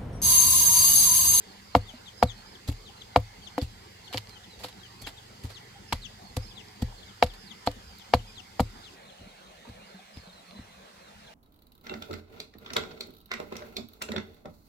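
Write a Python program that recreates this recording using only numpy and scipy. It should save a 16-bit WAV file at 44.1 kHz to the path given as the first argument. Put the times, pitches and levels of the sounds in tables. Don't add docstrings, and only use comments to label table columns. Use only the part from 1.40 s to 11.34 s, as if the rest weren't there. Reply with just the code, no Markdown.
import sys
import numpy as np
from scipy import signal
from scipy.fft import rfft, irfft
from scipy.io import wavfile
from scipy.ndimage import uniform_filter1d

SR = 44100
rng = np.random.default_rng(int(sys.argv[2]) if len(sys.argv) > 2 else 0)


def ratio_of_db(decibels):
    return 10 ** (np.asarray(decibels, float) / 20)


def digitize_waveform(pressure):
    field = np.atleast_2d(pressure).T
    bounded = np.clip(field, -1, 1)
    quanta = np.round(bounded * 32767).astype(np.int16)
    wavfile.write(sys.argv[1], SR, quanta)


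N = 438349
MOVE_S = 7.55
LEAD = 286
RIGHT_LAG_S = 21 / SR


def evened(x):
    return x / np.sqrt(np.mean(x ** 2) + 1e-20)


def read(points, hz):
    f, value = np.transpose(points)
    return np.interp(np.log(hz + 1), np.log(f + 1), value)


def coloured(x, points):
    hz = np.fft.rfftfreq(x.shape[-1], 1 / SR)
    return evened(irfft(rfft(x) * ratio_of_db(read(points, hz)), x.shape[-1]))


def ring(modes, seconds, detune=0.):
    t = np.arange(round(seconds * SR)) / SR
    return sum(ratio_of_db(db - 60 * t / t60) * np.sin(2 * np.pi * hz * (1 + detune * rng.standard_normal()) * t)
               for hz, db, t60 in modes)


def onset(sound, rise_s):
    return 1 - np.exp(-np.arange(len(sound)) / SR / rise_s)


def add(mix, s, sound):
    part = mix[:, round(s * SR):][:, :sound.shape[-1]]
    part += sound[..., :part.shape[1]]


def placed(events, source):
    out = np.zeros((2, N))
    for s, *settings in events:
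        add(out, s, source(*settings))
    return out


def knock(db, crack_db, long_db, hollow_db, upper_db):
    # pitch_hz, level_db, t60_s
    handle = [(704.6, 0.5, 0.043), (790.9, -12.5, 0.04), (579, -8, 0.055), (755, 4.5, 0.007)]
    # pitch_hz, level_db, t60_s
    upper = [(1150, -9.5, 0.017)]
    # pitch_hz, level_db, t60_s
    side_ring = [(982, -7, 0.019), (1390, -19, 0.022)]
    # pitch_hz, level_db, t60_s
    fibres = [(1530, 21, 0.0057), (1790, 15, 0.011), (2215, 19, 0.015), (2770, 17.5, 0.012),
              (3123, 18, 0.0084), (3850, 16.5, 0.00904), (4500, 11.5, 0.0089), (5150, -16, 0.0038)]

    body = ring(handle, .2, detune=0.006)
    body += ratio_of_db(upper_db) * (ring(upper, .2, detune=0.01) - ring(side_ring, .2, detune=0.015))
    t = np.arange(len(body)) / SR
    grip_s = .055 + .01 * rng.random()
    body += ring([(506, long_db + 14.0, 0.086)], .2, detune=0.007) * np.exp(-(t / grip_s) ** 4)
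    body += ring([(281, hollow_db + 15.5, 0.085)], .2, detune=0.012)
    body = signal.lfilter(*signal.butter(2, 690, "high", fs=SR), body)
    body *= onset(body, .00015)
    crack = ring(fibres, .2, detune=0.012)
    crack *= onset(crack, .00018)
    blow = body + ratio_of_db(crack_db - 19.0) * crack
    graze = ratio_of_db(-38) * body[:LEAD] * np.hanning(LEAD) ** .5 * np.exp(np.arange(LEAD) / 150)
    return -ratio_of_db(db) * (np.pad(blow, (LEAD, 0)) + np.pad(graze, (0, len(body))))


def post_knocks():
    # start_s, peak_db, crack_db, upper_db, hollow_db
    square = [(0.3511, -4, -11, 8, -11), (0.827, -4.5, -15, 4.5, -14), (1.761, -4, -10, 6.5, -15.5),
              (4.525, -23.5, 3.5, 10, -10), (4.53, -27.5, -3, 13, -14.5), (5.8261, -4.5, -5.5, 2, -18),
              (5.835, -37, -31, 2, -7), (6.2738, -12.5, -14.5, 2.5, -11), (6.7374, -5.5, -6.5, 6, -22),
              (7.1961, -13, -12.5, 5, -17), (7.2025, -15.5, -21, 3, -16)]
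    # start_s, peak_db, crack_db, hollow_db, upper_db
    glancing = [
        (1.291, -46, -30, 20, -10),
        (2.1805, -19.5, -17, 1, -18),
        (2.7455, -27.5, -2, -1, -2),
        (3.2455, -32.5, -20, -7, 10),
        (3.672, -49.5, 23, 8, -1),
        (4.038, -58, 12, 6.5, 1),
        (4.969, -28.5, -6.5, -9, 2),
        (5.423, -34.5, -19, -21, -9),
        (8.769, -62, 2, -13, -3),
        (9.188, -53, -2, -3, 1),
    ]
    out = np.zeros((2, N))
    for s, db, crack_db, upper_db, hollow_db in square:
        add(out, s - LEAD / SR, knock(db, crack_db, -17.5, hollow_db, upper_db))
    for s, db, crack_db, hollow_db, upper_db in glancing:
        add(out, s - LEAD / SR, knock(db, crack_db, -8, hollow_db, upper_db))
    return out


def thud(db, slap_db, deep_db, post_db):
    # pitch_hz, level_db, t60_s
    ground = [(75.8, 1.3, 0.11), (92.5, 2.5, 0.047)]
    # pitch_hz, level_db, t60_s
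    slap = [(200, 2.8, 0.042), (238, 8, 0.038)]
    # pitch_hz, level_db, t60_s
    deep = [(37.2, -5.5, 0.44)]
    # pitch_hz, level_db, t60_s
    post = [(108.5, -9, 0.22)]

    swing = ring(ground, .5, detune=0.017)
    swing += ratio_of_db(slap_db) * ring(slap, .5, detune=0.038)
    swing += ratio_of_db(deep_db) * ring(deep, .5)
    swing += ratio_of_db(post_db) * ring(post, .5, detune=0.036)
    swing *= onset(swing, 0.0041)
    swing = np.convolve(swing, np.hanning(round(0.0029 * SR)))
    return ratio_of_db(db + 4.0) * swing / abs(swing).max() * ratio_of_db([[.6], [-.6]])


def ground_thuds():
    # start_s, peak_db, slap_db, deep_db, post_db
    thuds = [(0.359, -16.5, 1.5, -7.5, 4.5), (0.834, -16.5, 2, -8, 2.5), (1.285, -20.5, -10, -5, 0.5),
             (1.769, -18.5, -6, -9, 6), (2.22, -23, -7.5, -9, 0), (2.752, -33.5, -2, -7, 20),
             (3.235, -48, 0, -10, 19), (3.619, -40, 1, 9.5, 10), (4.0415, -29, -2.5, -11, 3.5),
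             (4.529, -24.5, -2.5, 0, -4), (4.97, -23, -5.5, -2.5, 4.5), (5.422, -18.5, -1, -3, 1),
             (5.836, -23, -4, -1.5, -4), (6.271, -28.5, -3, -1, 5), (6.743, -18.5, -1.5, -5.5, 1.5),
             (7.2015, -15.5, 4, -5.5, 2), (7.809, -42.5, -1, 1.5, 2), (8.291, -39, -1, -7.5, 3),
             (8.768, -36.5, -0.5, -6, -1), (9.19, -37.5, 3, -7, 2)]
    return placed(thuds, thud)


def crunch(db, low_db, seconds):
    # pitch_hz, level_db
    grit_low = [(300, -41), (900, -11.5), (2000, -15), (3200, -12.5), (4500, -9), (5800, -27.5),
                (8000, -80)]
    # pitch_hz, level_db
    grit_high = [(3000, -16), (5500, -9), (7500, -1.5), (9500, -10), (11500, -2), (13000, -9), (15800, -16),
                 (16800, -49.5)]
    # pitch_hz, level_db
    lumps = [(150, -51.5), (400, 7), (900, 1), (1500, -37.5), (2500, -57.5)]

    t = np.arange(8192) / SR
    seconds = np.clip(seconds, .003, .06)
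    sink = np.clip(t / 0.0072, 0, 1) ** 2
    shape = sink * (np.exp(-(t / seconds) ** 2.57) + 0.1 * np.exp(-t / 0.03))
    grains = rng.standard_normal((3, len(t))) * ratio_of_db(1.3 * rng.exponential(1, len(t)))
    clumps = evened(uniform_filter1d(rng.standard_normal(len(t)), size=150))
    shape *= ratio_of_db(1.87 * clumps)
    grains = grains[:2] + .5 * grains[2]
    low = ratio_of_db(low_db - 1.0) * coloured(grains, grit_low) * ratio_of_db([[-1.2], [1.2]])
    high = coloured(grains, grit_high) * ratio_of_db([[-1.8], [1.8]])
    clod_db = -4.5 - .5 * (db + 39)
    clods = ratio_of_db(clod_db) * coloured(grains.sum(0), lumps)
    return ratio_of_db(db - 9.0) * shape * (low + high + clods)


def grit_crunches():
    # start_s, peak_db, low_db, length_s
    crunches = [(0.349, -32, 6, 0.021), (.47, -55, -12, 0.075), (0.825, -24.5, 7.5, 0.011),
                (1.2713, -34, 3, 0.028), (1.31, -45.5, 0, 0.026), (1.759, -30.5, 6, 0.015),
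                (2.176, -29, 5.5, 0.011), (2.21, -38, 3.5, 0.031), (2.722, -38.5, 8, 0.046),
                (2.772, -28.5, 8, 0.012), (2.885, -47, -4, 0.018), (3.189, -47, 5.5, 0.066),
                (3.23, -36, 9, 0.034), (3.279, -40, 5.5, 0.018), (3.61, -36, -4, 0.021),
                (3.661, -38, 8.5, 0.036), (4.03, -43.5, 1, 0.0396), (4.091, -46.5, 8.5, 0.039),
                (4.5218, -20.5, 10, 0.0102), (4.962, -26, 2, 0.011), (5.416, -29.5, 3, 0.011),
                (5.826, -25.5, 6.5, 0.016), (5.857, -47, 10.5, 0.018), (5.931, -49, 8, 0.025),
                (6.258, -35.5, 10, 0.024), (6.309, -36, 4, 0.0083), (6.59, -52, 7, 0.016),
                (6.734, -24.5, 10.5, 0.0154), (7.196, -21.5, 2.5, 0.011), (8.283, -53, 11, 0.016),
                (8.756, -57.5, 9, 0.0413)]
    return placed(crunches, crunch)


def tick(db, hz, t60):
    return ring([(hz, db + 2.0, t60), (hz * 1.2, db - 9.5, t60), (hz * 0.77, db - 5.5, t60)], .03, detune=0.025)


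def pebble_snaps():
    # start_s, peak_db, pitch_hz, t60_s
    ticks = [(1.301, -39.5, 3440, 0.0084), (1.318, -52.5, 13350, 0.035), (1.8, -54, 13350, .03),
             (1.326, -40, 3000, 0.0067), (2.216, -32, 4600, .01), (2.7346, -28, 3000, .006),
             (2.7424, -29, 3180, 0.0093), (2.7736, -20.5, 4300, 0.00495), (2.7788, -26.5, 2967, 0.016),
             (2.8724, -40, 4500, 0.0053), (2.8947, -39, 4800, .006), (3.192, -44, 4500, 0.007),
             (3.2863, -41.5, 3800, 0.0073), (3.328, -44, 3900, 0.0088), (4.0371, -44, 2980, 0.0057),
             (4.5265, -18.5, 900, 0.02), (4.53, -27, 925, 0.019), (5.285, -42.5, 5150, 0.0075),
             (5.8365, -26, 3950, .012), (5.864, -40, 4800, 0.0084), (6.264, -36, 7260, 0.028),
             (6.2735, -24.5, 4320, 0.018), (6.586, -43, 13500, 0.0065), (6.745, -27, 4115, 0.01),
             (8.291, -59, 3000, .008), (8.772, -41, 3500, 0.0091), (8.875, -47, 3700, .008),
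             (9.11, -41, 3630, 0.0085)]
    return placed(ticks, tick)


def ports(x):
    # pitch_hz, left_lead_rad
    port_turn = [(800, -.1), (1000, -.45), (1150, 1.4), (1600, 1.3), (2100, -1), (2700, -.4), (3900, -.2),
                 (5500, 1)]
    # pitch_hz, left_minus_right_db
    port_lean = [(500, 1.4), (1000, 0.5), (1600, 6.5), (2700, 11.5), (3600, 1), (4600, -17), (6000, -5),
                 (9000, -7.5)]

    hz = np.fft.rfftfreq(N, 1 / SR)
    half = ratio_of_db(read(port_lean, hz) / 2) * np.exp(.5j * read(port_turn, hz))
    return irfft(rfft(x) * np.array([half, 1 / half]), N)


def peep(db, first_hz, last_hz, seconds, held):
    # pitch_hz, level_db
    beak = [(2300, -10), (3350, 6), (3980, 0), (4300, 0), (4680, -5), (5150, -2), (6600, 3), (7700, -8)]
    # pitch_hz, left_minus_right_db
    chick_lean = [(2500, 15), (3500, 12), (4500, -13), (5200, -14.5)]

    u = np.linspace(0, 1, round(seconds * SR))
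    fall = np.hypot(u - held, .09) + u - held
    fall = (fall - fall[0]) / (fall[-1] - fall[0])
    beat = 2 * np.pi * (rng.uniform(18, 40) * u * seconds + rng.random())
    hz = first_hz + (last_hz - first_hz) * fall + 45 * np.cos(beat)
    hz += 2000 * seconds * np.maximum(held - u, 0) / 2
    turn = 2 * np.pi * np.cumsum(hz) / SR
    octave_db = -9 + .8 * (db + 50)
    tone = ratio_of_db(read(beak, hz)) * np.sin(turn)
    tone += ratio_of_db(read(beak, 2 * hz) + octave_db) * np.sin(2 * turn)

    hang_db = -4 * np.clip((held + .1 - u) / .2, 0, 1) * (held > 0)
    blur_db = 1.51 * evened(uniform_filter1d(rng.standard_normal(len(u)), size=400))
    flutter_db = 2.5 * np.sin(beat)
    tone *= ratio_of_db(db + 3.0 + flutter_db + hang_db + blur_db) * signal.windows.tukey(len(u), .3)
    lean, lag = read(chick_lean, hz) / 2, round(RIGHT_LAG_S * SR)
    return np.array([np.pad(tone * ratio_of_db(lean), (0, lag)), np.pad(tone * ratio_of_db(-lean), (lag, 0))])


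def chicks():
    # start_s, level_db, top_hz, hold_s, fall_s
    small_peeps = [(1.1, -57, 5230, 0.022, 0.046), (1.415, -55.5, 4470, 0.028, 0.063),
                   (1.566, -51.5, 4150, 0.0483, 0.016), (2.022, -49, 4500, 0.032, 0.037),
                   (2.639, -51.5, 4374, 0.0246, 0.029), (3.025, -58.5, 4020, 0.009, 0.021),
                   (4.13, -51, 4600, 0.014, 0.046), (5.56, -56, 4200, 0.062, 0.023),
                   (5.639, -62, 4337, 0.0117, 0.072), (5.853, -59, 4390, 0.013, 0.065),
                   (6.51, -57.5, 4580, 0.058, 0.068), (6.872, -52, 2460, 0.031, 0.012),
                   (8.474, -60.5, 4190, 0.1037, 0.04), (9.786, -64, 4363, 0.061, 0.052)]
    # start_s, level_db, last_hz, hold_s, fall_s
    big_peeps = [
        (0.21, -59.5, 3600, 0.09, 0.076),
        (6.429, -58.5, 4600, 0.039, 0.081),
        (5.972, -53.5, 1950, 0.091, 0.094),
    ]
    # start_s, level_db, hold_s, fall_s
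    far_peeps = [
        (7.865, -63, 0.012, 0.05),
        (7.964, -67, 0.051, .07),
        (8.047, -66.5, 0.035, 0.047),
        (8.785, -59, 0.057, 0.08),
    ]
    # start_s, level_db, first_hz, last_hz, length_s
    scraps = [(0.061, -59, 4750, 4070, 0.078), (.4, -59, 4340, 4300, .025),
              (0.464, -54.5, 3850, 2760, 0.0587), (0.541, -59, 4550, 3700, 0.041),
              (0.655, -51.5, 4056, 2910, 0.041), (0.741, -59.5, 5280, 5160, 0.039),
              (0.771, -53.5, 5090, 4970, 0.068), (0.865, -47.5, 4270, 2870, 0.062),
              (0.954, -59, 4600, 4300, 0.062), (.96, -61, 4100, 4300, 0.069),
              (1.053, -58.5, 4880, 5250, 0.054), (1.5, -62, 4820, 4300, 0.052),
              (1.972, -63, 4750, 4550, 0.047), (2.018, -60, 3450, 2950, .024),
              (2.146, -55.5, 4443, 4300, 0.02), (2.195, -57, 3720, 3230, 0.026),
              (2.676, -58, 4480, 4200, 0.054), (2.896, -55, 4250, 4050, 0.061),
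              (2.953, -57.5, 3260, 2850, 0.029), (3.097, -55, 4150, 3820, 0.052),
              (3.383, -59, 4300, 3580, 0.042), (3.429, -55.5, 3400, 2800, 0.043),
              (3.587, -55, 4500, 4340, 0.056), (3.637, -54, 3465, 3080, 0.0297),
              (3.762, -58, 4130, 2980, 0.04), (4.469, -56, 5240, 5280, 0.07),
              (4.611, -47.5, 4580, 2330, 0.0695), (4.842, -58.5, 4460, 4230, 0.072),
              (5.015, -58.5, 5440, 4950, 0.13), (5.012, -55.5, 5050, 4800, 0.107),
              (5.056, -57.5, 4350, 4200, 0.027), (5.102, -59.5, 3670, 2800, 0.032),
              (5.148, -53, 4300, 2310, 0.075), (6.785, -60, 3170, 2600, 0.032),
              (6.86, -59, 4950, 5110, .085), (6.949, -51, 4450, 2450, 0.064),
              (7.303, -63, 5030, 4620, 0.135), (7.417, -63.5, 3920, 3330, 0.033),
              (7.432, -54, 4370, 2230, 0.073)]
    # start_s, level_db, first_hz, last_hz, length_s
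    far_scraps = [(7.626, -62, 4380, 3700, .05), (7.675, -58.5, 4300, 2885, 0.037),
                  (7.696, -60, 4200, 3950, 0.046), (7.781, -63, 3140, 2700, .03),
                  (8.44, -64, 4900, 4850, .07), (8.728, -57, 4940, 5050, 0.068),
                  (8.788, -65, 4940, 4680, .04), (8.92, -59.5, 4300, 3750, 0.096),
                  (9.061, -61, 4350, 4034, 0.087), (9.148, -58, 3990, 4150, 0.047),
                  (9.203, -61, 4220, 3920, 0.034), (9.6, -66, 4330, 3520, 0.11),
                  (9.776, -68, 5260, 5100, .04), (9.862, -62, 4200, 3900, 0.044)]

    calls = []
    for s, db, top_hz, hold, fall in small_peeps:
        low_hz = 2560 - 32.5 * (db + 54.5)
        calls.append((s, db, top_hz, low_hz, hold, fall))
    calls += [(s, db, 5050, last_hz, hold, fall) for s, db, last_hz, hold, fall in big_peeps]
    calls += [(s, db, 4300, 3570, hold, fall) for s, db, hold, fall in far_peeps]
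    calls += [(s, db, first_hz, last_hz, 0, fall) for s, db, first_hz, last_hz, fall in scraps + far_scraps]
    out = np.zeros((2, N))
    for s, db, first_hz, last_hz, hold, fall in calls:
        add(out, s, peep(db, first_hz, last_hz, hold + fall, hold / (hold + fall)))
    return out


def yard(x):
    length = SR // 4
    taps = np.zeros((2, length))
    slots = np.arange(100, length - 22, 22)
    at = slots + rng.integers(0, 22, (2, len(slots)))
    np.put_along_axis(taps, at, rng.choice([-1., 1.], at.shape), 1)
    taps *= ratio_of_db(-60 * np.arange(length) / SR / 0.16)
    return signal.fftconvolve(x, taps / np.linalg.norm(taps[0]), axes=1)[:, :N]


def engine():
    # start_s, firing_hz, level_db
    running = [(0, 21.5, -60), (.6, 23, -56), (1.6, 23.3, -56), (1.95, 20, -56), (2.2, 19.8, -53),
               (2.5, 20.7, -53), (3.0, 21.7, -53), (3.5, 23, -54), (4.0, 23.7, -53), (4.7, 24.5, -52),
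               (5.0, 24.3, -53), (5.3, 23, -55), (5.8, 22, -58), (6.5, 21.5, -59), (7.0, 20.8, -57),
               (7.55, 20.3, -58)]
    # multiple, level_db
    orders = [(2, -10), (3, -13), (4, -2), (5, -2), (6, -10), (7, -15)]

    s, hz, db = np.transpose(running)
    t = np.arange(N) / SR
    turn = 2 * np.pi * np.cumsum(np.interp(t, s, hz)) / SR
    hum = np.zeros(N)
    for multiple, level_db in orders:
        waver = rng.standard_normal(61)
        waver_db = 2.7 * np.interp(t, np.linspace(0, t[-1], 61), waver)
        hum += ratio_of_db(level_db - 1.5 + waver_db) * np.sin(multiple * turn + 9 * waver[0])
    return hum * ratio_of_db(np.interp(t, s, db)) * np.clip((MOVE_S - t) / 0.0102, 0, 1)


def bloop(db, hz, t60):
    tone = ring([(hz, db, t60)], .3)
    return tone * np.clip(np.arange(len(tone)) / SR / 0.004, 0, 1)


def stream_bubbles():
    # start_s, peak_db, pitch_hz, t60_s
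    bubbles = [(0.537, -36.5, 240, 0.11), (.533, -43, 634, 0.073), (8.25, -43, 940, 0.061),
               (8.275, -37, 238, 0.08), (8.42, -47.5, 200, 0.37), (8.543, -40, 189, 0.23),
               (8.59, -38, 755, 0.044), (8.871, -42, 181.2, 0.16), (9.151, -38, 200, 0.099),
               (9.36, -49, 193, 0.56), (7.871, -36.5, 209, 0.047), (1.058, -41, 874, 0.035),
               (1.494, -40.5, 790, .05), (2.708, -43, 720, 0.083), (4.357, -42.5, 796, 0.084),
               (4.555, -44, 1990, .04), (5.523, -36.5, 910, 0.0258)]
    return placed(bubbles, bloop)


def air():
    # pitch_hz, level_db_per_hz
    near_air = [(15, -51), (25, 3.5), (97, -4), (149, -14), (190, 2.5), (277, -10), (416, -6), (659, -13.5),
                (754, -6), (1070, -12), (2160, -12), (2480, -15.5), (3160, -11.5), (4140, -16.5),
                (16000, -33)]
    # pitch_hz, width_hz, level_db
    near_peaks = [(11540, 330, 8.5), (7180, 1300, 4), (4750, 590, 7.5), (2043, 83, 2)]
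    # pitch_hz, level_db_per_hz
    far_air = [(15, -57), (25, -27), (43, -12), (130, -22), (185, -6.5), (277, -23.5), (545, -13.5),
               (796, -15.5), (962, -20.5), (2280, -21.5), (3160, -23), (4140, -22.5), (4870, -28.5),
               (8360, -34), (16000, -43.5)]
    # pitch_hz, likeness
    likeness = [(60, 0.93), (300, 1), (1000, 0.09), (2000, 0.75), (4500, 0.13), (8000, 0.03),
                (16000, 0.041)]
    # pitch_hz, left_minus_right_db
    hiss_lean = [(60, .5), (600, 0), (1400, -4), (3100, 1), (6800, -6.5), (15000, 3)]

    frames, hz = N // 512 + 5, np.fft.rfftfreq(2048, 1 / SR)
    a, b, c, d, patches = rng.standard_normal((frames, 1025, 5)).T
    patches = evened(uniform_filter1d(uniform_filter1d(patches, 12, 0), 5, 1))
    patch_db = 3.68 * patches / (1 + hz / 6000)[:, None]

    t = np.arange(frames) * 512 / SR
    peaks_db = sum(db * np.exp(-((hz - f) / width) ** 2) for f, width, db in near_peaks)
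    near_db = -51.5 + 20 * np.log10(evened(ratio_of_db(read(near_air, hz) + peaks_db)))
    far_db = -52.5 + 20 * np.log10(evened(ratio_of_db(read(far_air, hz))))
    level_db = np.where(t < MOVE_S, near_db[:, None], far_db[:, None])
    level_db = level_db - 60 * (hz > 15850)[:, None]

    same = np.clip(read(likeness, hz), 0, 1)[:, None]
    left = a + 1j * b
    right = same * left + np.sqrt(1 - same ** 2) * (c + 1j * d)
    right = right * np.exp(-2j * np.pi * hz * RIGHT_LAG_S)[:, None]
    lean = read(hiss_lean, hz)[:, None] / 2
    z = np.array([left * ratio_of_db(lean), right * ratio_of_db(-lean)]) * ratio_of_db(level_db + patch_db - 27.0)
    return signal.istft(z, nperseg=2048, noverlap=1536)[1][:, :N]


def scene():
    tamping = ports(post_knocks() + pebble_snaps()) + grit_crunches()
    flock = chicks()
    echoes = yard(ratio_of_db(-23.0) * tamping + .35 * flock)
    return tamping + ground_thuds() + flock + echoes + engine() + stream_bubbles() + air()


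def top_cut(x):
    return signal.sosfilt(signal.butter(12, 15900, fs=SR, output="sos"), x)


def record(dry):
    thin = signal.lfilter(*signal.butter(2, 47.5, "high", fs=SR), dry)
    limited = np.clip(np.tanh(thin * 0.27) / 0.33, -.96, .96)
    return top_cut(limited)


dry = scene()
out = record(dry)
digitize_waveform(out)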